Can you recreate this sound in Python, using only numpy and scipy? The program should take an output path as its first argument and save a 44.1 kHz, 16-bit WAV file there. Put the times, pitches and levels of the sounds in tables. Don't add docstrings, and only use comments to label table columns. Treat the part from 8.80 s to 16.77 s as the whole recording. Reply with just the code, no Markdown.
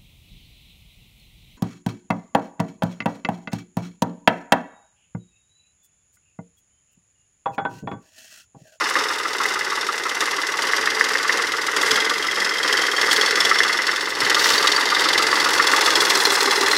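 import sys
import numpy as np
from scipy import signal
from scipy.fft import rfft, irfft
from scipy.io import wavfile

SR = 44100
rng = np.random.default_rng(int(sys.argv[2]) if len(sys.argv) > 2 else 0)


def wav_record(signal):
    frames = np.transpose(np.atleast_2d(signal))
    bounded = np.clip(frames, -1, 1)
    quanta = np.round(bounded * 32767).astype(np.int16)
    wavfile.write(sys.argv[1], SR, quanta)


N = 351477
TIME = np.arange(N) / SR


def from_db(db):
    return 10 ** (np.asarray(db) / 20)


def rms_one(x):
    return x / np.sqrt(np.mean(x ** 2) + 1e-20)


def in_time(rows):
    s, *columns = np.transpose(rows)
    return [np.interp(TIME, s, c) for c in columns]


def drift(rate):
    knots = rng.standard_normal(8192)
    return rms_one(np.interp(TIME * rate, np.arange(len(knots)), knots))


def colour(x, spectrum=((1, 0),), peaks=(), size=4096):
    hz = np.maximum(np.fft.rfftfreq(size, 1 / SR), 1)
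    points = np.array(spectrum, float)
    db = np.interp(np.log(hz), np.log(points[:, 0]), points[:, 1])
    for centre, width, height in peaks:
        db = db + height / (1 + (2 * (hz - centre) / width) ** 2)
    cepstrum = irfft(np.log(from_db(db)))
    cepstrum[1:size // 2] *= 2
    cepstrum[size // 2 + 1:] = 0
    response = irfft(np.exp(rfft(cepstrum)))
    return signal.oaconvolve(x, response)[:N]


def swell(x, track, width_hz, wander_db):
    hz, db = in_time(track)
    carrier = np.exp(2j * np.pi * np.cumsum(hz) / SR)
    r = np.exp(-np.pi * width_hz / SR)
    smooth = signal.lfilter([1 - r], [1, -r], x / carrier)
    band = 2 * np.real(carrier * smooth)
    return x + (from_db(db + wander_db * drift(20)) - 1) * band


def blows(times, gains, rise_s, length_s, tail_db, tail_s, alike, uneven_db, size=3000):
    age = np.arange(size) / SR
    body = np.exp(-(age / length_s) ** 2)
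    tail = from_db(tail_db) * np.exp(-age / tail_s)
    shape = (1 - np.exp(-age / rise_s)) * (body + tail)
    alike = np.clip(alike, 0, .99)
    draws = rng.standard_normal((64, size + 1))
    out, pattern = np.zeros(N + size), rng.standard_normal(size)
    for s, gain, fresh in zip(times, np.broadcast_to(gains, times.shape), draws):
        pattern = alike * pattern + np.sqrt(1 - alike ** 2) * fresh[1:]
        start = int(s * SR)
        out[start:start + size] += gain * from_db(uneven_db * fresh[0]) * shape * pattern
    return out[:N]


def rings(times, gains, hz, rise_s, length_s, uneven_db, detune, size=3000):
    age = np.arange(size) / SR
    shape = (1 - np.exp(-age / rise_s)) * np.exp(-(age / length_s) ** 2)
    out, hz = np.zeros(N + size), hz * np.ones(N)
    draws = rng.standard_normal((len(times), 3))
    for s, gain, (strength, off, turn) in zip(times, np.broadcast_to(gains, times.shape), draws):
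        start = int(s * SR)
        tone = np.sin(2 * np.pi * (hz[start] * (1 + detune * off) * age + turn))
        out[start:start + size] += gain * from_db(uneven_db * np.tanh(strength)) * shape * tone
    return out[:N]


def snapping(spectrum, snaps_per_s, clump_db, clump_rate):
    snaps = (rng.random(N) < snaps_per_s / SR) * rng.standard_normal(N)
    return rms_one(colour(snaps * from_db(clump_db * drift(clump_rate)), spectrum))


# (time [s], distance [m])
DISTANCE = [(0, 12.4), (1.2, 11.13), (3.5, 10.3), (5, 10.26), (6, 6.51), (7.97, 4.98)]
REFERENCE_M = 10


def nearness():
    return REFERENCE_M / in_time(DISTANCE)[0]


# (start [s], start to release [s], lift [dB])
SURGES = [(-.01, 0.031, 5.5), (0.144, 0.032, 6), (0.598, 0.073, 3.5), (0.883, 0.16, 1.2),
          (1.395, 0.043, 3.5), (1.766, 0.32, 3), (2.17, 0.2, 3), (2.466, 0.1, 4), (2.942, 0.25, 4.5),
          (3.557, 0.059, 3.5), (3.827, 0.21, 4.5), (4.161, 0.31, 5.5), (4.53, 0.32, 4.5), (5.051, 0.035, 3),
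          (5.381, 0.4, 3), (6.206, 0.36, 1), (6.592, 0.73, 1.53)]
SURGE_ATTACK_S, SURGE_RELEASE_S = 0.021, 0.11


def load():
    curves = []
    for s, hold_s, db in SURGES:
        attack = np.clip((TIME - s) / SURGE_ATTACK_S, 0, 1)
        release = np.exp(-np.maximum(TIME - s - hold_s, 0) / SURGE_RELEASE_S)
        curves.append(db * attack * release)
    return np.max(curves, axis=0)


# (time [s], share [0-1])
HEADING = [(0, 0.66), (1.6, 0.45), (3, 0.16), (4.8, 0.0077), (5.6, 0.46), (7.97, 0.87)]


def carried(carry, load_db):
    db, power, head_on_db, follows = carry
    return from_db(db + follows * load_db + head_on_db * in_time(HEADING)[0]) * nearness() ** power


# (frequency [Hz], gain [dB])
GROUND = [(20, -3), (60, 0), (88, 9), (115, 5.5), (160, 1.5), (300, -24)]
# (level at the reference distance [dB], power of nearness,
# extra level head-on [dB], multiple of the surges' lift)
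RUMBLE_CARRY = (-60, 1.5, -7, 0.5)
RUMBLE_DIPS_DB = 13


def rumble():
    dips = from_db(RUMBLE_DIPS_DB * np.minimum(drift(11), 0))
    return rms_one(colour(rng.standard_normal(N), GROUND) * dips)


# (frequency [Hz], gain [dB])
STALKS = [(300, -33), (1500, -17), (4000, 2.5), (6000, -2), (8000, -1), (12000, -10.5), (16000, -14.5)]


def straw():
    return snapping(STALKS, snaps_per_s=3500, clump_db=4.5, clump_rate=130)


STRAW_DB = -41.5
# (time of peak [s], time to swell and to fade [s], level [dB])
CRUNCHES = [(3.08, 0.12, -47), (4.33, 0.04, -24), (7.45, 0.4, -28.5)]


def crushing():
    bundles = sum(from_db(db) * np.exp(-abs(TIME - s) / length_s) for s, length_s, db in CRUNCHES)
    return from_db(STRAW_DB) * nearness() + bundles


# (time [s], level before the boost and filter [dB])
THUDS = [(3.1, -45), (4.31, -44), (4.62, -48), (5.409, -41), (5.71, -44)]
# (frequency [Hz], gain [dB])
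THUD = [(30, -8), (80, 7), (135, 13), (200, 11), (290, 21), (420, 2), (900, -23)]


def thuds():
    times, db = np.transpose(THUDS)
    hits = blows(times, from_db(db), rise_s=0.015, length_s=0.051, tail_db=-14, tail_s=.05,
                 alike=0.0, uneven_db=1.5, size=9000)
    boost_db = 9
    return from_db(boost_db) * colour(hits, THUD)


# (frequency [Hz], gain [dB])
SWISH = [(100, -60), (500, -32), (2000, -6), (3300, -1.5), (5500, 1), (7500, -9.5), (11000, -15),
         (16000, -20)]
SWISH_AT_S, SWISH_HALF_S, SWISH_DB = 5.69, 0.094, -19


def swish():
    stalks = snapping(SWISH, snaps_per_s=5000, clump_db=2.5, clump_rate=250)
    return from_db(SWISH_DB) * np.exp(-((TIME - SWISH_AT_S) / SWISH_HALF_S) ** 2) * stalks


# (time [s], frequency [Hz], lift [dB])
LOW_PING = [(0, 3606, 4), (1, 3670, 7), (2.4, 3410, -5), (3.15, 3290, 10), (4.1, 3218, 14), (4.5, 3380, 10),
            (4.9, 3444, 11), (5.8, 3720, 6), (6.33, 3610, 13), (6.55, 3520, -3), (7.1, 3400, 13.5),
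            (7.6, 3377, 9)]
MIDDLE_PING = [(0.8, 4550, -12), (2.2, 4840, 9.5), (3.3, 4660, -2.5), (4.2, 4540, 8.5), (5.4, 4465, 8),
               (5.9, 4560, 15), (6.4, 4720, 11), (6.9, 4460, 7), (7.5, 4130, 9.5)]
HIGH_PING = [(0.1, 5200, 6.1), (.7, 5350, 3.9), (1.4, 5550, 6.4), (2.4, 5695, 2), (2.9, 4950, 3),
             (3.6, 5140, 9.9), (4.1, 5280, 8.5), (4.8, 5370, 11.3), (5.8, 5310, 3), (7.4, 5290, 5.4)]
# (frequency [Hz], gain [dB])
GEARS = [(200, -14), (900, 2), (2000, 8), (2350, -8.5), (2750, -1.5), (4000, -2.5), (5400, 1.5),
         (6300, -4.5), (8000, -13), (11000, -15.5), (13000, -25), (16000, -37)]
GEAR_CARRY = (-30, 0.96, -0.5, 1.12)


def gears():
    flutter_db, ring_share = 2.0, 0.55
    out = colour(rng.standard_normal(N) * from_db(flutter_db * drift(300)), GEARS)
    ringing = out
    for track in (LOW_PING, MIDDLE_PING, HIGH_PING):
        ringing = swell(ringing, track, width_hz=136, wander_db=1.5)
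    return rms_one(out + ring_share * (ringing - out))


# (time [s], speed [revolutions per minute])
SPEED = [(0.0, 815.7), (0.39, 818.0), (0.946, 720.6), (1.257, 707.8), (1.774, 790.2), (2.018, 878.3),
         (2.842, 808.7), (3.039, 822.5), (3.374, 921.5), (4.289, 798.4), (4.699, 874.1), (5.541, 818.4),
         (5.78, 885.4), (6.098, 856.4), (6.606, 910.9), (7.383, 787.1), (7.82, 781.0), (7.98, 758.6)]


def revolutions():
    return np.cumsum(in_time(SPEED)[0]) / SR / 60


# (cycles per revolution, time of peak [s], time to swell and to fade [s], level [dB])
HUM = (13.3, 3.5, 0.4, -53)


def hum():
    order, at_s, half_s, db = HUM
    waver_db = 2.5
    gain = from_db(db + waver_db * drift(10)) * np.exp(-((TIME - at_s) / half_s) ** 2)
    return gain * np.sqrt(2) * np.sin(2 * np.pi * order * revolutions())


# (crack [dB], knock [dB], knock delay [firing intervals], exhaust [dB])
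CYLINDERS = [(0.8, 0.5, .35, -1.6), (2.2, 0, .35, 0.5), (1.2, 0, .36, 0)]
FIRST_FIRING = .785


def firings(cylinder, delay):
    count = len(CYLINDERS)
    phase = revolutions() * count / 2 - FIRST_FIRING
    marks = np.arange(cylinder - count, phase[-1], count) + delay
    inside = (marks > phase[0]) & (marks < phase[-1])
    return np.interp(marks[inside], phase, TIME)


# (frequency [Hz], gain [dB])
EXHAUST = [(40, -43), (100, -31.5), (160, -14.5), (240, -12), (310, -1), (400, -1.5), (460, 2), (560, -1.5),
           (650, -17.5), (900, -5.5), (2000, -48.5)]
# (frequency [Hz], width [Hz], gain [dB])
EXHAUST_PEAKS = [(203, 12, 2.8)]
# (frequency [Hz], width [Hz], gain [dB])
EXHAUST_VOICES = [(424.6, 27, 7), (384.5, 40, 6.1), (295, 18, 2.3)]
# (time [s], frequency [Hz], lift [dB])
PIPE_BOOM = [(0.8, 428, 2.8), (2.2, 440, 5), (4.3, 441, 5.5), (5.4, 310, 1), (6.2, 493, 2.7),
             (7.1, 404, 2.3), (7.8, 400, 8.5)]
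EXHAUST_CARRY = (-36, 1.33, -0.5, 1.11)


def exhaust():
    out = 0
    for k, (_, _, _, puff_db) in enumerate(CYLINDERS):
        puffs = blows(firings(k, delay=.33), from_db(puff_db), rise_s=0.0024, length_s=0.0045,
                      tail_db=8, tail_s=0.059, alike=0.69, uneven_db=.5, size=5000)
        out = out + colour(puffs, peaks=[EXHAUST_VOICES[k]])
    hollow = colour(out, EXHAUST, EXHAUST_PEAKS)
    return rms_one(swell(hollow, PIPE_BOOM, width_hz=20, wander_db=1.35))


# (frequency [Hz], gain [dB])
BLOCK = [(800, -49), (1600, -7.5), (1850, -3.5), (2080, 0), (2200, -17.5), (2350, -24.5), (4000, -53.5)]
# (frequency [Hz], width [Hz], gain [dB])
BLOCK_PEAKS = [(2020, 230, 2.4)]
BLOCK_CARRY = (-26.5, 1, -7.5, 0.98)


def block_ring():
    out, crack_db = 0, -8
    for k, (_, knock_db, delay, _) in enumerate(CYLINDERS):
        out = out + blows(firings(k, delay), from_db(knock_db), rise_s=0.0007, length_s=0.014,
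                          tail_db=2, tail_s=0.032, alike=0.5, uneven_db=1.0)
        out = out + blows(firings(k, delay=0.0303), from_db(crack_db), rise_s=0.00056, length_s=0.0062,
                          tail_db=5, tail_s=0.016, alike=0.5, uneven_db=0.0)
    return rms_one(colour(out, BLOCK, BLOCK_PEAKS))


CLANK_MODES = [1170, 1270, 1390]
# (time [s], level [dB])
CLANK = [(0, -22.5), (1.1, -20.5), (1.9, -29), (2.6, -22.5), (3.5, -24), (4.5, -28), (4.72, -15.5),
         (4.9, -27), (5.35, -27), (5.6, -18), (6.3, -20.5), (6.9, -15.5), (7.4, -24)]
CLANK_DETUNE, CLANK_UNEVEN_DB = .028, 2


def clanks():
    _, _, delay, _ = CYLINDERS[-1]
    times = firings(len(CYLINDERS) - 1, delay)
    modes = sum(rings(times, 0.96, hz, rise_s=0.0035, length_s=0.021,
                      uneven_db=CLANK_UNEVEN_DB, detune=CLANK_DETUNE) for hz in CLANK_MODES)
    return from_db(in_time(CLANK)[0]) * modes


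# (time [s], level before the filter [dB])
SLAPS = [(.154, -10), (.655, -9), (1.79, -8.5), (1.934, -6), (2.074, -6), (2.21, -4.5), (2.354, -8),
         (2.495, -8), (4.713, -9), (4.804, -5), (5.092, -7), (6.529, -9), (6.799, -5), (6.936, -9)]
# (frequency [Hz], gain [dB])
SLAP = [(300, -28), (1100, 1), (1400, -2), (1900, 11.5), (2120, 10), (2350, -5), (3000, -9), (8000, -42),
        (16000, -52)]


def slaps():
    times, db = np.transpose(SLAPS)
    hits = blows(times, from_db(db), rise_s=.0002, length_s=0.0016, tail_db=-6.5, tail_s=0.0052,
                 alike=1.0, uneven_db=2.0)
    return colour(hits, SLAP)


# (frequency [Hz], gain [dB])
KNOCK = [(200, -42), (500, -28), (680, -16.5), (900, -3.5), (1150, 5), (1400, 1.5), (1750, -2), (2100, -6),
         (2350, -5.5), (2750, -1.5), (3100, -7), (5000, -13.5), (7000, -28.5), (16000, -56)]
# (frequency [Hz], width [Hz], gain [dB])
KNOCK_PEAKS = [(1497, 9.3, 8.9), (1690, 61, 3.9)]
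# (frequency [Hz], width [Hz], gain [dB])
KNOCK_VOICES = [(1660, 250, 0.5), (1493, 150, 7), (1316, 390, 3)]
# (time [s], frequency [Hz], lift [dB])
PANEL_RING = [(1.2, 1246, 7.5), (1.65, 1103, 8.5), (2.1, 1150, 2), (4.3, 1203, 1)]
KNOCK_CARRY = (-31, 0.83, 2, 1)


def knocks():
    out = 0
    for k, (_, knock_db, delay, _) in enumerate(CYLINDERS):
        hits = blows(firings(k, delay), from_db(knock_db), rise_s=0.00055, length_s=0.022,
                     tail_db=-3, tail_s=0.02, alike=0.5, uneven_db=1.0)
        out = out + colour(hits, peaks=[KNOCK_VOICES[k]])
    churn_db = -5
    churning = rms_one(out) + from_db(churn_db) * rng.standard_normal(N)
    out = colour(churning, KNOCK, KNOCK_PEAKS)
    return rms_one(swell(out, PANEL_RING, width_hz=30, wander_db=2.0))


# (frequency [Hz], gain [dB])
CRACK = [(150, -23), (320, -5), (480, -4.5), (660, -8), (850, -6.5), (1200, -0.5), (1950, 1.5),
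         (2350, -5.5), (3000, 0), (5300, -3), (6300, -5.5), (8000, -11), (9000, -15.5), (11500, -17),
         (13000, -27), (16000, -37)]
# (time [s], extra level [dB])
ODD_FIRINGS = [(1.292, 3.5), (1.405, 5.5), (1.92, -2), (2.719, 2), (2.866, 3.5), (2.964, 2), (3.108, 5),
               (3.157, 3.5), (3.295, 4), (3.925, 2.5), (4.264, -5), (4.311, 4.5), (4.603, 4.5),
               (4.649, 4.5), (4.742, -6), (4.927, 1.5), (5.067, 1.5), (5.403, 3), (5.497, 4.5), (5.545, 3),
               (5.871, 7), (5.917, 3.5), (6.377, 4.5), (6.422, 2.5), (6.514, -3), (7.009, 2.5),
               (7.059, 2.5), (7.154, 2.5), (7.203, 1), (7.301, 3), (7.352, 0.5), (7.452, 3.5), (7.708, 2)]
# (time [s], lift [dB])
CRACK_TREBLE = [(0, -1.5), (1.3, 2.5), (3.1, 0.5), (5.6, -0.5), (6.4, -1), (7.2, 1.5), (7.9, 0.5)]
CRACK_CARRY = (-29.5, 1.27, -1, 1.24)
REBOUND_S, REBOUND_DB = .0048, -5
PING_DB = -17
PING_DETUNE, PING_UNEVEN_DB = .011, 5.5


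def cracks():
    out, strokes = 0, []
    for k, (crack_db, _, _, _) in enumerate(CYLINDERS):
        times, db = firings(k, delay=.03), crack_db
        for s, extra_db in ODD_FIRINGS:
            this_one = abs(times - s) < .02
            times = np.where(this_one, s, times)
            db = db + extra_db * this_one
        out = out + blows(times, from_db(db), rise_s=0.00045, length_s=0.0057,
                          tail_db=-21, tail_s=0.027, alike=0.4, uneven_db=.5)
        out = out + blows(times + REBOUND_S, from_db(db + REBOUND_DB), rise_s=0.00044, length_s=0.0065,
                          tail_db=-7.5, tail_s=0.023, alike=0.38, uneven_db=1.0)
        strokes.append([times, from_db(db)])
    grit_db, treble_hz = 1.5, 6500
    out = colour(out * from_db(grit_db * drift(900)), CRACK)
    treble = signal.sosfilt(signal.butter(1, treble_hz, "high", fs=SR, output="sos"), out)
    out = rms_one(out + (from_db(in_time(CRACK_TREBLE)[0]) - 1) * treble)
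    times, gains = np.hstack(strokes)
    for track in (LOW_PING, MIDDLE_PING, HIGH_PING):
        hz, lift_db = in_time(track)
        ping = rings(times, gains, hz, rise_s=0.0013, length_s=.009,
                     uneven_db=PING_UNEVEN_DB, detune=PING_DETUNE)
        out = out + from_db(PING_DB + lift_db) * rms_one(ping)
    return rms_one(out)


SCREEN_AT_S, SCREEN_HALF_S, SCREEN_LOSS_DB = 5.31, 0.11, 3


def screening():
    return from_db(-SCREEN_LOSS_DB * np.exp(-((TIME - SCREEN_AT_S) / SCREEN_HALF_S) ** 2))


# (time [s], frequency [Hz], lift [dB])
LOW_HOLLOW = [(.5, 3200, -11), (2, 3080, 1), (4, 2870, -2.5), (6.2, 3180, 0.5), (7.4, 3060, -11)]
HIGH_HOLLOW = [(.5, 4120, -9), (2, 4150, -3.5), (4, 4250, -2), (6.2, 4060, 2.5), (7.4, 3680, -3)]
# (frequency [Hz], width [Hz], gain [dB])
FRONT_PEAKS = [(895, 244, 6.5), (2920, 290, -0.5), (3860, 1800, 2)]


def scene():
    load_db = load()
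    clatter = carried(KNOCK_CARRY, load_db) * knocks()
    clatter += carried(CRACK_CARRY, load_db) * cracks()
    clatter += carried(BLOCK_CARRY, load_db) * block_ring()
    clatter += carried(GEAR_CARRY, load_db) * gears()
    for track in (LOW_HOLLOW, HIGH_HOLLOW):
        clatter = swell(clatter, track, width_hz=230, wander_db=1.5)
    engine = screening() * (clatter + clanks())
    engine += carried(EXHAUST_CARRY, load_db) * exhaust() + slaps() + hum()
    head_on, = in_time(HEADING)
    engine += head_on * (colour(engine, peaks=FRONT_PEAKS) - engine)
    bass_hz = 150
    engine = signal.sosfilt(signal.butter(4, bass_hz, "high", fs=SR, output="sos"), engine)
    wheels = crushing() * straw()
    low_thuds = thuds()
    wheels += carried(RUMBLE_CARRY, load_db) * rumble()
    return (engine + wheels + low_thuds + swish())[None]


CUTOFF_HZ = 15750


def record(dry):
    rounded = 1.1 * np.tanh(dry / 1.1)
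    return signal.sosfilt(signal.ellip(12, .1, 90, CUTOFF_HZ, fs=SR, output="sos"), rounded)


dry = scene()
out = record(dry)
wav_record(out)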